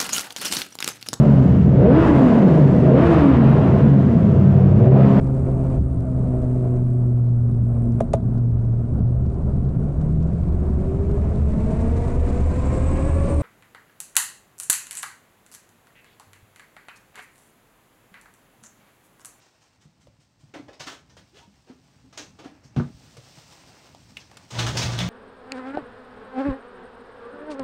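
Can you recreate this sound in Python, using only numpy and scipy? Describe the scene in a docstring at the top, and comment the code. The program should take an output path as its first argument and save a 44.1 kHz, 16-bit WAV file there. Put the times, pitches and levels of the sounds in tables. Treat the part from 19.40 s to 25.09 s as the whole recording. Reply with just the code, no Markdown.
"""A leather jacket scuffs, rustles and creaks as someone shifts about in a small room: the leather
sticks and slips in tiny impulses, and each fold colours them. Bumped hollow things ring low, a few
hard ticks crack, and one heavy thump rebounds on a hollow body. Near the end a loud, low machine hum
sets in over a rumble and keeps running, while something scrapes close to the microphone."""
import sys
import numpy as np
from scipy import signal
from scipy.fft import rfft, irfft, next_fast_len
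from scipy.io import wavfile
from scipy.ndimage import map_coordinates

SR = 44100
rng = np.random.default_rng(int(sys.argv[2]) if len(sys.argv) > 2 else 0)


def dump(signal):
    """Clip the signal to [-1, 1] and save it as 16-bit WAV at the path in sys.argv[1]."""
    limited = np.clip(np.atleast_2d(signal).T, -1, 1)
    pcm = np.round(limited * 32767).astype(np.int16)
    wavfile.write(sys.argv[1], SR, pcm)


N = 250929
TIME_S = np.arange(N) / SR
MACHINE_START_S = 5.118


def amp(db):
    """Decibels to gain."""
    return 10 ** (np.asarray(db) / 20)


def unit(x):
    """Scale to rms 1."""
    return x / np.sqrt(np.mean(x ** 2) + 1e-20)


def along(points, hz):
    """Read a curve of (freq_hz, value) points on a log frequency axis."""
    freqs, values = np.transpose(points)
    return np.interp(np.log(hz + 1), np.log(freqs), values)


def faders(rows):
    """One gain curve for each dB column of (time_s, ...) rows."""
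    times, *levels = np.transpose(rows)
    return [amp(np.interp(TIME_S, times, db)) for db in levels]


def wobble(rate_hz):
    """A smooth random curve with rate_hz knots a second."""
    knots = rng.standard_normal(int(N * rate_hz / SR) + 4)
    return map_coordinates(knots, [TIME_S * rate_hz])


def onset(start_s, rise_s):
    """A gain that climbs from silence to 1 and holds."""
    return np.clip((TIME_S - start_s) / rise_s, 0, 1)


def hump(centre_s, half_width_s):
    """A bell curve of height 1."""
    return np.exp(-((TIME_S - centre_s) / half_width_s) ** 2)


def fade(t, t60_s):
    """Free decay, 60 dB in t60_s."""
    return np.exp(-np.log(1000) * t / t60_s)


def stroke(t, rise_s, t60_s):
    """A linear attack, then a free decay."""
    return np.minimum(t / rise_s, 1) * fade(np.maximum(t - rise_s, 0), t60_s)


def filtered(x, response):
    """Filter x by a response given as a function of frequency."""
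    size = next_fast_len(len(x) + SR // 4)
    return irfft(rfft(x, size) * response(np.fft.rfftfreq(size, 1 / SR)), size)[:len(x)]


def shaped(x, spectrum):
    """Equalise x by (freq_hz, gain_db) points and scale it to rms 1."""
    return unit(filtered(x, lambda hz: amp(along(spectrum, hz))))


def resonance(hz, centre_hz, q):
    """Causal response of one resonance, 1 at its centre."""
    return 1j * hz * centre_hz / q / (centre_hz ** 2 - hz ** 2 + 1j * hz * centre_hz / q)


def ripple(hz, depth_db=2, spacing_hz=65.1):
    """Random fine peaks and dips along frequency that make the noise sound patchy."""
    return amp(depth_db * map_coordinates(rng.standard_normal(2048), [hz / spacing_hz], mode="mirror"))


def slips(size, rate_hz, share):
    """Friction: random stick-slip impulses carry a share of the power, smooth hiss the rest."""
    slipping = rng.random(size) < rate_hz / SR
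    impulses = unit(slipping * rng.standard_normal(size))
    return np.sqrt(share) * impulses + np.sqrt(1 - share) * rng.standard_normal(size)


def add(track, start_s, sound):
    """Mix a sound in at start_s."""
    part = track[round(start_s * SR):][:len(sound)]
    part += sound[:len(part)]


# Reverb time of the room: freq_hz, t60_s
ROOM_DECAY = [(150, 0.45), (1500, 0.15), (10000, 0.16)]


def room(x):
    """The small room's tail, after a 5 ms pre-delay; the bass lingers longest."""
    hz, t, spectra = signal.stft(rng.standard_normal(SR // 2), SR, nperseg=256)
    tail = signal.istft(spectra * fade(t, along(ROOM_DECAY, hz)[:, None]), SR, nperseg=256)[1]
    return signal.fftconvolve(x, np.pad(tail / np.linalg.norm(tail), (SR // 200, 0)))[:N]


# Slaps off surfaces close to the microphone: delay_s, gain_db
REFLECTIONS = [(.0016, -74), (.0037, -27.5), (.0059, -21), (.0094, -17), (0.0129, -24), (0.0191, -15.5)]


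def early_reflections(x, corner_hz=450):
    """Quick reflections off the helmet and walls comb the treble; long waves bend round them."""
    echoes = lambda hz: sum(amp(db) * np.exp(-2j * np.pi * hz * delay_s) for delay_s, db in REFLECTIONS)
    return filtered(x, lambda hz: 1 + echoes(hz) * hz ** 2 / (hz ** 2 + corner_hz ** 2))


# Brief dips in the hum: centre_s, depth_db, half_width_s
HUM_DIPS = [(5.335, 26, 0.014), (5.442, 14, 0.015), (5.69, 16, 0.03)]
# EQ of the rumble under the hum: freq_hz, gain_db
RUMBLE_EQ = [(25, -26), (45, -5), (62, 0.5), (100, -5), (160, 2), (240, -10), (350, -24), (700, -74)]


def machine(hum_hz=119.1, hum_db=-28, upper_hz=177, upper_db=-28, rumble_db=-34.5, swell_db=7.5):
    """A nearly pure, wavering hum swells in over a rumble that surges once; a higher tone joins late."""
    swell = amp(swell_db * (onset(MACHINE_START_S, rise_s=0.09) - 1))
    running = onset(MACHINE_START_S, rise_s=0.011) * swell
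    phase_per_hz = 2 * np.pi * np.cumsum(1 + 0.0212 * wobble(35)) / SR
    dips_db = sum(depth_db * hump(centre_s, width_s) for centre_s, depth_db, width_s in HUM_DIPS)
    hum = sum(amp(db) * np.sin(order * hum_hz * phase_per_hz) for order, db in enumerate([0, -20, -25], 1))
    upper = onset(start_s=5.602, rise_s=0.017) * np.sin(upper_hz * phase_per_hz)
    tones = amp(hum_db - dips_db) * hum + amp(upper_db) * upper
    surge_db = 7.5 * hump(centre_s=5.455, half_width_s=0.02)
    rumble = amp(rumble_db + surge_db) * shaped(rng.standard_normal(N), RUMBLE_EQ)
    return running * (np.sqrt(2) * tones + rumble)


# Soft bumps against hollow things: start_s, level_db, pitch_hz
BUMP_HITS = [ (0.454, -46, 155), (0.68, -45, 107), (0.786, -54.5, 139), (1.033, -44.5, 142),
             (1.159, -35.5, 295), (1.196, -36.5, 289.5), (1.401, -44, 139), (1.466, -37.5, 280),
             (2.075, -49.5, 201), (2.299, -40, 251.5), (2.642, -47, 260), (2.796, -38, 297.5),
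             (2.99, -44.5, 310), (3.056, -33.5, 283), (3.249, -43, 139), (3.544, -40.5, 73),
             (3.780, -37.5, 126), (3.976, -43.5, 141), ]


def bumps(puff_db=-9):
    """A soft contact rings one low note, with a dull puff around it; higher notes ring longer."""
    out, t = np.zeros(N), np.arange(SR // 4) / SR
    for start_s, level_db, pitch_hz in BUMP_HITS:
        envelope = stroke(t, rise_s=0.0032, t60_s=0.11 * (pitch_hz / 200) ** 0.51)
        note = np.sin(2 * np.pi * pitch_hz * t)
        puff = unit(filtered(rng.standard_normal(len(t)), lambda hz: resonance(hz, pitch_hz, q=1) ** 2))
        add(out, start_s, amp(level_db) * envelope * (note + amp(puff_db) * puff))
    return out


# Small hard ticks: start_s, level_db, pitch_hz, t60_s, crack_db (relative to the ring)
TICK_HITS = [(0.670, -47.5, 575, 0.032, -27), (1.287, -47, 550, 0.042, -35),
             (1.768, -47.5, 534, 0.046, -29), (3.398, -34.5, 1330, 0.055, -48),
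             (3.768, -44, 500, 0.1, -16.5), (4.548, -43.5, 700, 0.012, -16),
             (4.769, -31.5, 2680, 0.032, -15.5), (4.9138, -38, 796, 0.015, -24),
             (4.97, -37.5, 3000, 0.032, -2), (5.373, -25.5, 6000, 0.007, -6),
             (5.588, -23.5, 3400, 0.032, -9)]


def ticks(rise_s=0.00092):
    """Short noise bursts, each ringing one broad resonance over a wideband crack."""
    out, t = np.zeros(N), np.arange(SR // 8) / SR
    for start_s, level_db, pitch_hz, t60_s, crack_db in TICK_HITS:
        ring = lambda hz: np.abs(resonance(hz, pitch_hz, q=2.95)) ** 2
        crack = lambda hz: amp(crack_db) / (1 + (hz / 7500) ** 4)
        burst = unit(filtered(rng.standard_normal(len(t)), lambda hz: ring(hz) + crack(hz)))
        add(out, start_s, amp(level_db) * stroke(t, rise_s, t60_s) * burst)
    return out


# The heavy thump and its rebounds: start_s, gain_db, tilt_db_per_octave, rise_s
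THUMP_HITS = [(3.364, -28.5, 1, 0.0017), (3.368, -9.5, -4, 0.0067), (3.402, -15.5, 0, 0.0017),
              (3.444, -29, -2, 0.0034), (3.487, -43, -6, 0.0025)]
# Modes of the hollow body: pitch_hz, gain_db, t60_s
BODY_MODES = [(96, -15, .17), (135, 0, .14), (180, -6, .11), (231, -5, .12), (301, -13, .13),
              (345, -13, .13), (484, -20, .16), (694, -25, .14)]


def thump(pivot_hz=135, low_cut_hz=52):
    """Padded blows ring a hollow body, each with its own brightness; the heaviest is low and dull."""
    out, t = np.zeros(N), np.arange(SR // 3) / SR
    for start_s, hit_db, tilt, rise_s in THUMP_HITS:
        for pitch_hz, mode_db, t60_s in BODY_MODES:
            gain = amp(hit_db + mode_db + tilt * np.log2(pitch_hz / pivot_hz))
            add(out, start_s, gain * stroke(t, rise_s, t60_s) * np.sin(2 * np.pi * pitch_hz * t))
    return filtered(out, lambda hz: hz ** 2 / (hz ** 2 + low_cut_hz ** 2))  # it radiates no deep bass


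# Glide of the creak: time_s, pitch_hz, level_db
CREAK_GLIDE = [(1.93, 327.6, -60), (1.964, 432, -56), (2.005, 757, -63), (2.03, 918, -53), (2.07, 940, -75)]


def creak():
    """Tightening leather gives a faint, rough squeak that climbs in pitch."""
    times, pitches, levels = np.transpose(CREAK_GLIDE)
    pitch_hz = np.interp(TIME_S, times, pitches) * (1 + 0.052 * wobble(330))
    gate = (TIME_S > times[0]) & (TIME_S < times[-1])
    level_db = np.interp(TIME_S, times, levels) + 2.8 * wobble(200)
    return gate * amp(level_db) * np.sin(2 * np.pi * np.cumsum(pitch_hz) / SR)


# Fader ride of the low heave as the body shifts: time_s, level_db
HEAVE_RIDE = [(0, -70.5), (.6, -64.5), (.9, -69.5), (1.25, -58), (2.2, -63.5), (3.0, -57), (3.7, -57.5),
              (4.5, -61.5), (5.0, -54)]
# The jacket settles, stirs, then slides in one long stroke: time_s, rub_db, hiss_db
SETTLE_RIDE = [(0.0, -64.5, -66.5), (0.378, -70, -73.5), (0.884, -74.5, -76), (1.1, -69.5, -71.5)]
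STIR_RIDE = [(1.64, -69.5, -75.5), (1.726, -69.5, -70), (2.222, -68, -69), (2.864, -67, -69),
             (3.3, -63.5, -73)]
SLIDE_RIDE = [(3.55, -64, -62), (3.766, -60.5, -60), (3.928, -58.5, -56.5), (4.426, -56, -59),
              (4.564, -62, -61), (4.832, -64.5, -64.5), (4.968, -58.5, -64.5), (5.08, -61, -61.5)]
# EQ of the three rustle layers: freq_hz, gain_db
HEAVE_EQ = [(15, -41), (25, -32), (48, -3.5), (118, 3.5), (232, -4), (276, -3), (400, -21), (520, -53),
            (880, -120)]
RUB_EQ = [(130, -28), (220, -5), (351, 0), (404, -1), (789, 0), (1220, -4.5), (2800, -8), (3640, -62),
          (6160, -120)]
HISS_EQ = [(1180, -28), (2000, -11.5), (2950, -0.5), (3510, -1), (5450, 1.5), (7010, -4.5), (8330, -5),
           (10500, -21), (14700, -17.5), (15800, -18.5)]


def jacket_rustle(hiss_trim_db=0.5):
    """Slow movement: a low heave, plus a dull crackle and a grainy hiss that follow the pressure."""
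    heave_gain, = faders(HEAVE_RIDE)
    rub_gain, hiss_gain = faders(np.vstack([SETTLE_RIDE, STIR_RIDE, SLIDE_RIDE]))
    pressure = amp(1.2 * wobble(28))
    heave = heave_gain * shaped(rng.standard_normal(N), HEAVE_EQ) * amp(2.9 * wobble(11))
    rub = rub_gain * shaped(slips(N, rate_hz=220, share=0.2), RUB_EQ)
    hiss = hiss_gain * shaped(slips(N, rate_hz=1000, share=0.28), HISS_EQ)
    return heave + pressure * (rub + amp(hiss_trim_db) * hiss)


# EQ of rubbed leather, for the close scrape and the scuffs: freq_hz, gain_db
LEATHER_EQ = [(120, -39), (260, 0), (650, 0), (1000, -1.5), (1400, -4), (2300, -6), (3100, -5),
              (4400, -8.5), (6500, -10), (7300, -16.5), (8600, -19.5), (10500, -32.5), (15800, -34.5)]


def close_scrape():
    """Coarse, fluttering friction beside the microphone, starting with the machine."""
    colour = lambda hz: amp(along(LEATHER_EQ, hz) - 0.4 * np.log2(hz + 1)) * ripple(hz)
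    grain = unit(filtered(slips(N, rate_hz=1500, share=0.25), colour))
    level_db = -36 + 2.4 * wobble(70)
    return amp(level_db) * onset(MACHINE_START_S, rise_s=0.031) * grain


def brushes(count, start_s=0.005, every_s=0.197, rise_s=0.021, fold_hz=8200):
    """Scuff rows for the opening: faint, bright, evenly spaced, each a little weaker than the last."""
    first_db, loss_db, tilt = -61, 0.84, 2.5
    return [(start_s + k * every_s, first_db - k * loss_db, rise_s, tilt, fold_hz) for k in range(count)]


# Leather scuffs: start_s, level_db, rise_s, tilt_db_per_octave, fold_hz
SCUFF_HITS = [ (1.137, -39.5, 0.0043, -2.5, 2020), (1.281, -45.5, 0.0029, -3.5, 550),
              (1.327, -53.5, 0.0053, 0, 4940), (1.394, -37, 0.011, 0.5, 5460),
              (1.459, -36.5, 0.018, 1.3, 1370), (1.51, -45.5, 0.019, 0.5, 1370),
              (1.695, -56.5, 0.0026, 0, 5970), (1.766, -50.5, 0.0038, 1, 534),
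              (1.935, -51, 0.048, 1.4, 2910), (2.262, -52.5, 0.034, -3, 394),
              (2.725, -50, 0.0035, -0.5, 5840), (2.773, -36, 0.0045, 1.5, 6250),
              (2.986, -44.5, 0.0059, -1.5, 415), (3.033, -44.5, 0.015, -2, 413),
              (3.23, -58.5, .019, 6, 5500), (3.362, -33.5, 0.0024, -4, 1120), (4.776, -51, 0.031, 1, 5150),
              (5.103, -40.5, 0.0067, 1.5, 7050), (5.183, -24.5, 0.0094, 1, 3380),
              (5.264, -27.5, 0.0026, 1.5, 1380), (5.367, -25, 0.0068, 3.5, 5100),
              (5.412, -27, 0.013, 2.5, 4670), (5.517, -37, .003, .5, 5400), (5.587, -28, 0.017, 0.4, 3460),
              ]


def leather_scuffs(t60_s=0.27):
    """Each scuff is a burst of slips with its own brightness; each fold favours its own pitch."""
    out, t = np.zeros(N), np.arange(SR // 3) / SR
    for start_s, level_db, rise_s, tilt, fold_hz in brushes(count=6) + SCUFF_HITS:
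        slope_db = lambda hz: tilt * np.log2(np.clip(hz, 300, 7000) / fold_hz)
        fold = lambda hz: 1 + 0.95 * resonance(hz, fold_hz, q=4.2)
        colour = lambda hz: amp(along(LEATHER_EQ, hz) + slope_db(hz)) * fold(hz) * ripple(hz)
        grain = unit(filtered(slips(len(t), rate_hz=3500, share=0.3), colour))
        add(out, start_s, amp(level_db) * stroke(t, rise_s, t60_s) * grain)
    return out


def scene():
    """Leather and knocks in the room, then the machine; the thump is close and nearly dry."""
    leather = leather_scuffs() + creak()
    knocks = bumps() + ticks()
    blow = thump()
    near = early_reflections(leather + jacket_rustle() + close_scrape())
    reverb = amp(-10) * room(leather + knocks + amp(-6) * blow)
    return (near + knocks + blow + reverb + machine())[None]


def record(dry):
    """The microphone chain thins the deepest bass and passes nothing above its band limit."""
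    low_cut_hz, top_hz = 42, 15800
    thinned = signal.lfilter(*signal.butter(2, low_cut_hz / (SR / 2), "high"), dry[0])
    return filtered(thinned, lambda hz: hz < top_hz)[None]


dry = scene()
out = record(dry)
dump(out)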